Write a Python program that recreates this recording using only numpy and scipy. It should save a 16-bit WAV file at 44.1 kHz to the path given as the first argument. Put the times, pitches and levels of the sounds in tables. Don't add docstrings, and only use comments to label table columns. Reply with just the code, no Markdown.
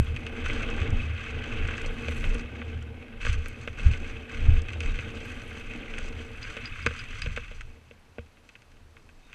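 import sys
import numpy as np
from scipy import signal
from scipy.fft import rfft, irfft, next_fast_len
from scipy.io import wavfile
from scipy.ndimage import map_coordinates

SR = 44100
rng = np.random.default_rng(int(sys.argv[2]) if len(sys.argv) > 2 else 0)


def elevation(decibels):
    levels = np.asarray(decibels, float)
    return 10 ** (levels / 20)


def log_audio(samples):
    frames = np.atleast_2d(samples).T
    limited = np.clip(frames, -1, 1)
    pcm = np.round(limited * 32767).astype(np.int16)
    wavfile.write(sys.argv[1], SR, pcm)


N = 411894
SIZE = next_fast_len(N + SR // 2)
HZ = np.fft.rfftfreq(SIZE, 1 / SR)


def unit(x):
    return x / np.sqrt(np.mean(x ** 2) + 1e-20)


def curves(rows):
    time_s, *columns = np.transpose(rows)
    return [np.interp(np.arange(N) / SR, time_s, column) for column in columns]


def wobble(knots_per_s):
    knots = rng.standard_normal(int(N * knots_per_s / SR) + 4)
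    return map_coordinates(knots, [np.arange(N) * knots_per_s / SR])


def coloured(points):
    hz, db = np.transpose(points)
    gain = elevation(np.interp(np.log(HZ + 1), np.log(hz + 1), db))
    return unit(irfft(rfft(rng.standard_normal(SIZE)) * gain, SIZE)[:N])


def resonance(hz, width_hz):
    return 1j * HZ * width_hz / (hz * hz - HZ * HZ + 1j * HZ * width_hz)


def rung(modes, force, order=1, top_hz=18000):
    total = 0
    for hz, width_hz, db in modes:
        total = total + elevation(db) * resonance(hz, width_hz) ** order * rfft(force(hz), SIZE)
    return irfft(total / (1 + 1j * HZ / top_hz) ** 2, SIZE)[:N]


def jolts(per_s, spread_db, life_s):
    size = elevation(np.minimum(spread_db * rng.exponential(size=N), 13))
    size = size * (rng.random(N) < per_s / SR)
    return signal.lfilter([1], [1, -np.exp(-1 / (life_s * SR))], size)


def blows(time_s, db, scatter_db, smear_s):
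    luck = rng.random((len(time_s), 3))
    at = np.minimum((time_s + smear_s * luck[:, 0]) * SR, N - 1).astype(int)
    strength = elevation(db + scatter_db * (2 * luck[:, 1] + 1))
    return np.bincount(at, strength * np.sign(luck[:, 2] - .5), N)


# (time [s], frame hum level [dB], tyre thrum level [dB])
GROUND_LEVELS = [(0.0, -51, -34), (0.28, -44.5, -43.5), (0.55, -39, -35.5), (0.86, -40.5, -35),
                 (1.22, -47.5, -41), (1.51, -39, -43), (1.69, -41.5, -37.5), (2.03, -44, -44),
                 (2.55, -46.5, -39), (3.01, -50.5, -48), (3.41, -51, -45.5), (3.64, -51, -44),
                 (3.87, -47.5, -38), (4.21, -49, -48), (4.45, -46.5, -38), (5.82, -50, -51),
                 (6.4, -50.5, -44), (7.41, -61, -53), (7.96, -70.5, -63), (9.34, -69.5, -66)]
HUM_SWING_DB, THRUM_SWING_DB = 1.5, 3


def ground():
    hum_db, thrum_db = curves(GROUND_LEVELS)
    return hum_db + HUM_SWING_DB * wobble(8), thrum_db + THRUM_SWING_DB * wobble(8)


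# (time [s], relative push level [dB], push length [s])
BUMP_PUSHES = [(-.007, 2.5, 0.0096), (0.012, -17, 0.012), (0.814, -23, 0.0084), (0.924, -21, 0.011),
               (1.535, -28, 0.0067), (3.252, -22, 0.018), (3.29, -15.5, 0.012), (3.309, -13, 0.016),
               (3.356, -19, 0.014), (3.378, -17, 0.017), (3.86, -5, 0.014), (3.906, -16, 0.0096),
               (4.483, -4.5, 0.012), (4.52, -18, 0.012), (4.575, -12, 0.018), (4.858, -18.5, 0.017),
               (6.872, -20, 0.0064), (7.269, -23.5, 0.0079), (8.191, -32, 0.0085)]
# (frequency [Hz], width [Hz], relative level [dB])
TYRE_MODES = [(77.4, 10.4, 0.5), (106.5, 25.2, -7.5)]


def tyre(level_db):
    rough = lambda hz: elevation(3.25 * wobble(22)) * rng.standard_normal(N)
    thrum = elevation(level_db + 3.0) * unit(rung(TYRE_MODES, rough, order=2))
    t, push = np.arange(N) / SR, np.zeros(N)
    for time_s, db, length_s in BUMP_PUSHES:
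        push += elevation(db) * np.sin(np.pi * np.clip((t - time_s) / length_s, 0, 1)) ** 2
    return thrum + elevation(9) * rung(TYRE_MODES, lambda hz: push) + elevation(-7) * push


# (frequency [Hz], width [Hz], relative level [dB])
FRAME_MODES = [(237.1, 18.7, 2.5), (304.4, 37, -8), (354, 42, -15.5), (454, 19, -1), (472, 73, -11),
               (574, 22, -12), (775, 144, -16)]
# (frequency [Hz], width [Hz], relative level [dB])
STRUCK_MODES = [(230, 24, -3), (474, 31.6, 0.5), (572, 56, -7)]


def frame(level_db, hits):
    time_s, db, share_db = hits[:3]
    shake = 3.0 + jolts(60, spread_db=5.5, life_s=0.0056)
    hum = unit(rung(FRAME_MODES, lambda hz: shake * rng.standard_normal(N), top_hz=1360))
    knock = rung(STRUCK_MODES, lambda hz: blows(time_s, db + share_db, 0.78, 0.0012), top_hz=1000)
    return elevation(level_db + 2.0) * hum + elevation(41.0) * knock


# (time [s], level [dB])
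WIND_LEVELS = [(0.0, -28), (0.21, -42), (0.49, -30.5), (1.04, -28.5), (1.06, -42.5), (1.92, -32),
               (2.11, -50), (2.23, -31), (3.01, -48), (3.33, -23), (3.54, -48), (3.8, -40.5), (3.85, -23),
               (4.29, -45.5), (4.5, -17.5), (4.81, -50.5), (4.89, -28), (5.04, -42), (7.2, -42),
               (7.28, -33.5), (8.09, -64.5), (9.34, -50)]
# (frequency [Hz], relative level per Hz [dB])
BUFFET_SPECTRUM = [(8, -20), (22, 4), (45, -8.5), (70, -17), (150, -24), (400, -45), (1000, -54),
                   (3000, -120)]
GUST_DB, GUST_KNOTS_PER_S = 3, 7


def wind():
    level_db = curves(WIND_LEVELS)[0] + GUST_DB * wobble(GUST_KNOTS_PER_S)
    return elevation(level_db) * unit(elevation(2.3 * wobble(7.9)) * coloured(BUFFET_SPECTRUM))


# (time [s], rattle level [dB], grit level [dB])
SHAKE_LEVELS = [(0, -46, -60), (0.4, -43, -62.5), (0.7, -39, -60), (0.96, -41.5, -60.5), (1.7, -39.5, -59),
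                (2.3, -44, -61), (2.5, -48, -69), (2.7, -47, -63.5), (2.88, -54.5, -79), (3.17, -50.5, -77),
                (3.45, -46.5, -58), (3.73, -50, -64.5), (4.1, -44, -58), (4.24, -49.5, -68),
                (4.7, -47, -66.5), (5.6, -45, -59.5), (5.85, -45.5, -62.5), (6.25, -47.5, -63.5),
                (6.6, -43, -61), (7.2, -43.5, -56), (7.45, -48.5, -62), (7.62, -57, -69),
                (7.68, -63.5, -74), (8.1, -69, -78), (9.15, -71, -74), (9.34, -58.5, -70)]


def loose_levels():
    return curves(SHAKE_LEVELS)


AFTER_S, AFTER_RATTLE_DB, AFTER_GRIT_DB = 0.017, -27, -51.5


def shaking(steady_db, crunch, swing_db, hits, after_db):
    kick = np.bincount((hits[0] * SR).astype(int), elevation(2 * (hits[1] + after_db)), N)
    after = signal.lfilter([1], [1, -np.exp(-1 / (AFTER_S * SR))], kick)
    return 10 * np.log10(after + (elevation(2 * steady_db) + crunch) * elevation(2 * swing_db))


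# (frequency [Hz], width before knock widening [Hz], relative level [dB])
CASE_MODES = [(1197, 295, -4), (1540, 328, 1), (1960, 280, -5), (2210, 440, 0), (2570, 250, 4.5),
              (3058, 670, -4.5), (3674, 280, -14.5)]
# (frequency [Hz], width [Hz], relative level [dB])
CASE_TOP_MODES = [(4220, 420, 4.5), (4830, 410, 2.5), (6060, 810, 4), (6540, 370, 0.5), (7660, 1030, -1),
                  (8880, 1200, -9.5)]


def case(rattle_db, grit_db, hits):
    time_s, db, _, treble_db, pitch_hz = hits
    chatter = jolts(110, spread_db=2.5, life_s=0.0026)
    clump = elevation(0.43 * wobble(15))
    spray = jolts(150, spread_db=7.5, life_s=0.0042)

    def rattle_force(hz):
        own_ticks = jolts(25, spread_db=3.5, life_s=0.0078)
        return clump * (1.77 + chatter + own_ticks) * rng.standard_normal(N)

    def grit_force(hz):
        return clump * (1.1 + 1.0 * chatter + 0.54 * spray) * rng.standard_normal(N)

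    def bounce(level_db, lag_s):
        blow = blows(time_s + lag_s, level_db, 1.06, .0012)
        rebound = blows(time_s + .003, level_db - 5, 1.1, .007)
        return blow + rebound

    def knock_force(hz):
        off_pitch_db = 6 * abs(np.log2(hz / pitch_hz))
        return bounce(db - off_pitch_db, 5 / hz - .0017)

    rattle = unit(rung(CASE_MODES, rattle_force, order=2))
    grit = unit(rung(CASE_TOP_MODES, grit_force, order=2))
    knock_modes = [(hz, 1.15 * width_hz, level_db) for hz, width_hz, level_db in CASE_MODES]
    knock = rung(knock_modes, knock_force, order=2)
    crack = rung(CASE_TOP_MODES, lambda hz: bounce(db + treble_db, 0), order=2)
    loose = elevation(rattle_db - 0.54) * rattle + elevation(grit_db - 2.3) * grit
    return loose + elevation(25.5) * knock + elevation(22) * crack


# (time [s], level [dB])
DUST_LEVELS = [(0.0, -67), (0.23, -75), (1.66, -83), (2.21, -62.5), (2.47, -85), (4.84, -78.5), (5.41, -69),
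               (5.77, -77.5), (7.02, -73.5), (7.67, -86), (9.34, -85)]
# (frequency [Hz], relative level per Hz [dB])
DUST_SPECTRUM = [(5000, -72), (7500, -5), (8900, -9), (11000, -12), (12800, -19), (15000, -27),
                 (16000, -120)]


def dust():
    flicker = 1.0 + jolts(120, spread_db=4.5, life_s=0.0032)
    return elevation(curves(DUST_LEVELS)[0]) * unit(flicker * coloured(DUST_SPECTRUM))


# (frequency [Hz], relative level per Hz [dB])
AIR_SPECTRUM = [(40, -22), (100, -6), (300, -14), (1000, -16.5), (2600, -23), (4500, -27), (8000, -35),
                (12000, -39), (15000, -46), (16000, -120)]
AIR_DB = -62


def air():
    return elevation(AIR_DB) * coloured(AIR_SPECTRUM)


# (time [s], level [dB], frame share [dB], treble share [dB], favoured pitch [Hz])
TIMED_KNOCKS = [(0.163, -25.5, -24, -20, 2460), (0.2651, -25.5, -18, -19, 2620),
                (0.4602, -21, -28, -22, 1550), (0.4983, -22, -18, -34.5, 2210),
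                (0.6322, -25.5, -24, -40, 2250), (0.815, -26, -15, -22, 1540), (1.685, -23, -8, -39, 1490),
                (1.779, -27, -21, -23.5, 1520), (1.8607, -29, -3, -8, 1500), (2.0834, -23, -2.5, -21, 2610),
                (2.2403, -23, -12, -30, 2540), (2.3503, -29.5, -11, -24, 2560),
                (2.6154, -28.5, -10, -41.5, 1550), (3.2494, -22.5, -11, -21, 1530),
                (3.265, -18, -10, -22, 1500), (3.3296, -29, -29.5, -10.5, 2570),
                (3.458, -27.5, -10.5, -19, 1530), (3.6751, -22, -5, -30, 1880),
                (3.7948, -27.5, -9, -32, 2530), (3.8806, -35, -37, -15, 2530),
                (3.9345, -27.5, -8, -21, 2610), (4.6843, -26, -28, -21, 2570),
                (4.7324, -30.5, -30, -16, 2566), (4.8044, -23.5, -36.5, -16, 2570),
                (4.9565, -30, -7, -16, 2590), (4.9888, -24.5, -8.5, -26, 2580),
                (5.9374, -27.5, -18, -31, 2560), (5.9807, -25.5, -32, -29, 2580),
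                (6.567, -25, -6.5, -25, 2500), (6.8622, -9.5, -8, -20, 1570),
                (6.9065, -27.5, -4, -28, 1550), (7.2185, -26, -32.5, -29, 2600),
                (7.2601, -25.5, -4.5, -25, 2500), (7.3625, -25, -33, -18, 3150),
                (7.3734, -21, -5.5, -29, 1540), (7.5138, -36, -1, -31, 2570),
                (7.6081, -30, -32, -18.5, 1610), (7.9101, -42, 2, -26, 2520), (8.183, -31, 4.5, -39, 1450),
                (8.2616, -50, -16, -17, 2600), (8.3695, -48, -18, -22, 2220), (8.49, -38.5, -17, -15, 3320),
                (8.553, -38, -16, -37, 2600), (8.6188, -46, -19, -12, 1730), (8.7166, -48, -16, -11, 1470),
                (8.768, -51, -19, -20, 2600), (8.967, -38, -19, -31, 1500), (9.0902, -43, -20, -24, 1660),
                (9.3288, -35.5, -24, -17, 2630)]
TICKS_PER_S, TICK_DB, TICK_SPREAD_DB = 4, 4.5, 2


def knocks(rattle_db):
    luck = rng.random((int(TICKS_PER_S * N / SR), 5))
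    time_s = luck[:, 0] * N / SR
    level_db = rattle_db[(luck[:, 0] * N).astype(int)] + TICK_DB
    level_db = level_db - TICK_SPREAD_DB * np.log(1 - luck[:, 1])
    frame_db, treble_db = -16 - 16 * luck[:, 2], -12 - 20 * luck[:, 3]
    pitch_hz = 1400 + 2000 * luck[:, 4]
    ticks = np.transpose([time_s, level_db, frame_db, treble_db, pitch_hz])
    return np.transpose(np.vstack([TIMED_KNOCKS, ticks]))


# (start [s], length [s], rattle level [dB], grit level [dB])
GRAVEL_CROSSINGS = [(0.438, 0.19, -38.5, -52.5), (0.767, 0.16, -46.5, -62), (1.966, 0.44, -44.5, -56),
                    (3.199, 0.15, -39, -51), (3.602, 0.037, -45.5, -57), (3.77, 0.19, -42.5, -54),
                    (4.275, 0.32, -44, -59), (4.795, 0.31, -45, -58), (5.13, 0.34, -51, -60.5),
                    (5.89, 0.18, -48.5, -58.5), (6.396, 0.2, -47.5, -60), (8.43, 0.11, -68, -71)]
CRUNCH_RISE_S, CRUNCH_FALL_S = 0.01, 0.026


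def crunches():
    t = np.arange(N) / SR
    start_s, length_s, *db = np.transpose(GRAVEL_CROSSINGS)
    rise = (t - start_s[:, None]) / CRUNCH_RISE_S
    fall = 1 + (start_s[:, None] + length_s[:, None] - t) / CRUNCH_FALL_S
    gates = np.clip(np.minimum(rise, fall), 0, 1)
    return elevation(2 * np.array(db)) @ gates ** 2


# (time [s], level [dB], pitch [Hz])
PEBBLE_SNAPS = [(0.701, -42.5, 5950), (0.9044, -44, 6500), (1.676, -43.5, 6060), (1.7789, -43, 5900),
                (1.816, -38.5, 6200), (2.3445, -41, 7600), (2.825, -51, 6450), (3.3285, -41, 7500),
                (3.483, -43, 8450), (3.483, -50, 12800), (4.6184, -40.5, 5600), (4.804, -42.5, 6420),
                (5.255, -53, 12400), (5.985, -38.5, 6540), (6.0863, -44, 6100), (7.2175, -37, 6470),
                (7.61, -46.5, 5830)]


def pebbles():
    out, t = np.zeros(N + SR), np.arange(SR // 50) / SR
    for time_s, db, hz in PEBBLE_SNAPS:
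        flutter = np.convolve(rng.standard_normal(len(t)), np.hanning(20), "same")
        swell = elevation(db + 4.0 - 60 * t / 0.015) * (1 - np.exp(-t / 0.00031))
        out[round(time_s * SR):][:len(t)] += swell * unit(flutter) * np.sin(2 * np.pi * hz * t)
    return out[:N]


# (start [s], length [s], pitch [Hz], level [dB])
SQUEAK_WHISTLES = [(4.745, .05, 3680, -54), (4.87, .05, 3800, -53), (5.025, .03, 3620, -54),
                   (9.21, .11, 3700, -64)]


def squeaks():
    t, out = np.arange(N) / SR, np.zeros(N)
    waver, flutter = wobble(150), unit(1 + wobble(250))
    for start_s, length_s, hz, db in SQUEAK_WHISTLES:
        swell = np.sin(np.pi * np.clip((t - start_s) / length_s, 0, 1))
        out += elevation(db) * flutter * swell * np.sin(2 * np.pi * hz * t + 1.7 * waver)
    return out


# (time [s], level [dB])
CHAIN_TINKS = [(6.429, -38.5), (6.655, -37), (6.826, -46), (6.866, -39), (6.976, -57), (6.992, -41),
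               (7.219, -33), (7.241, -50)]
# (frequency [Hz], mean relative level [dB], 60 dB decay time [s])
LINK_MODES = [(2600, -6, .09), (2945, -9, .06), (4285, -16, .06), (4875, 0, .065), (6560, -19, .08)]


def chain():
    out, t = np.zeros(N + SR), np.arange(SR // 5) / SR
    for time_s, db in CHAIN_TINKS:
        ring = np.zeros(len(t))
        for hz, level_db, t60_s in LINK_MODES:
            decay = elevation(level_db + rng.normal(0, 3.2) - 60 * t / t60_s)
            beat = 1 + 0.4 * np.sin(2 * np.pi * (rng.uniform(40, 110) * t + rng.random()))
            ring += decay * beat * np.sin(2 * np.pi * hz * t)
        flutter = unit(np.convolve(rng.standard_normal(len(t)), np.hanning(24), "same"))
        click = elevation(7.5 - 60 * t / 0.014) * np.sin(2 * np.pi * 3800 * t) * flutter
        out[round(time_s * SR):][:len(t)] += elevation(db) * (ring + click) * (1 - np.exp(-t / 0.00066))
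    return out[:N]


RATTLE_SWING_DB, GRIT_SWING_RATIO = 1, 1.67


def scene():
    hum_db, thrum_db = ground()
    steady_rattle_db, steady_grit_db = loose_levels()
    hits = knocks(steady_rattle_db)
    swing_db = RATTLE_SWING_DB * wobble(14)
    rattle_crunch, grit_crunch = crunches()
    rattle_db = shaking(steady_rattle_db, rattle_crunch, swing_db, hits, AFTER_RATTLE_DB)
    grit_db = shaking(steady_grit_db, grit_crunch, GRIT_SWING_RATIO * swing_db, hits, AFTER_GRIT_DB)
    body = tyre(thrum_db) + frame(hum_db, hits)
    loose = case(rattle_db, grit_db, hits)
    mix = body + wind() + loose + dust() + air() + pebbles() + squeaks() + chain()
    return mix[None]


def low_pass(x):
    return signal.sosfilt(signal.butter(12, 15100, fs=SR, output="sos"), x)


def record(dry):
    return low_pass(dry)


dry = scene()
out = record(dry)
log_audio(out)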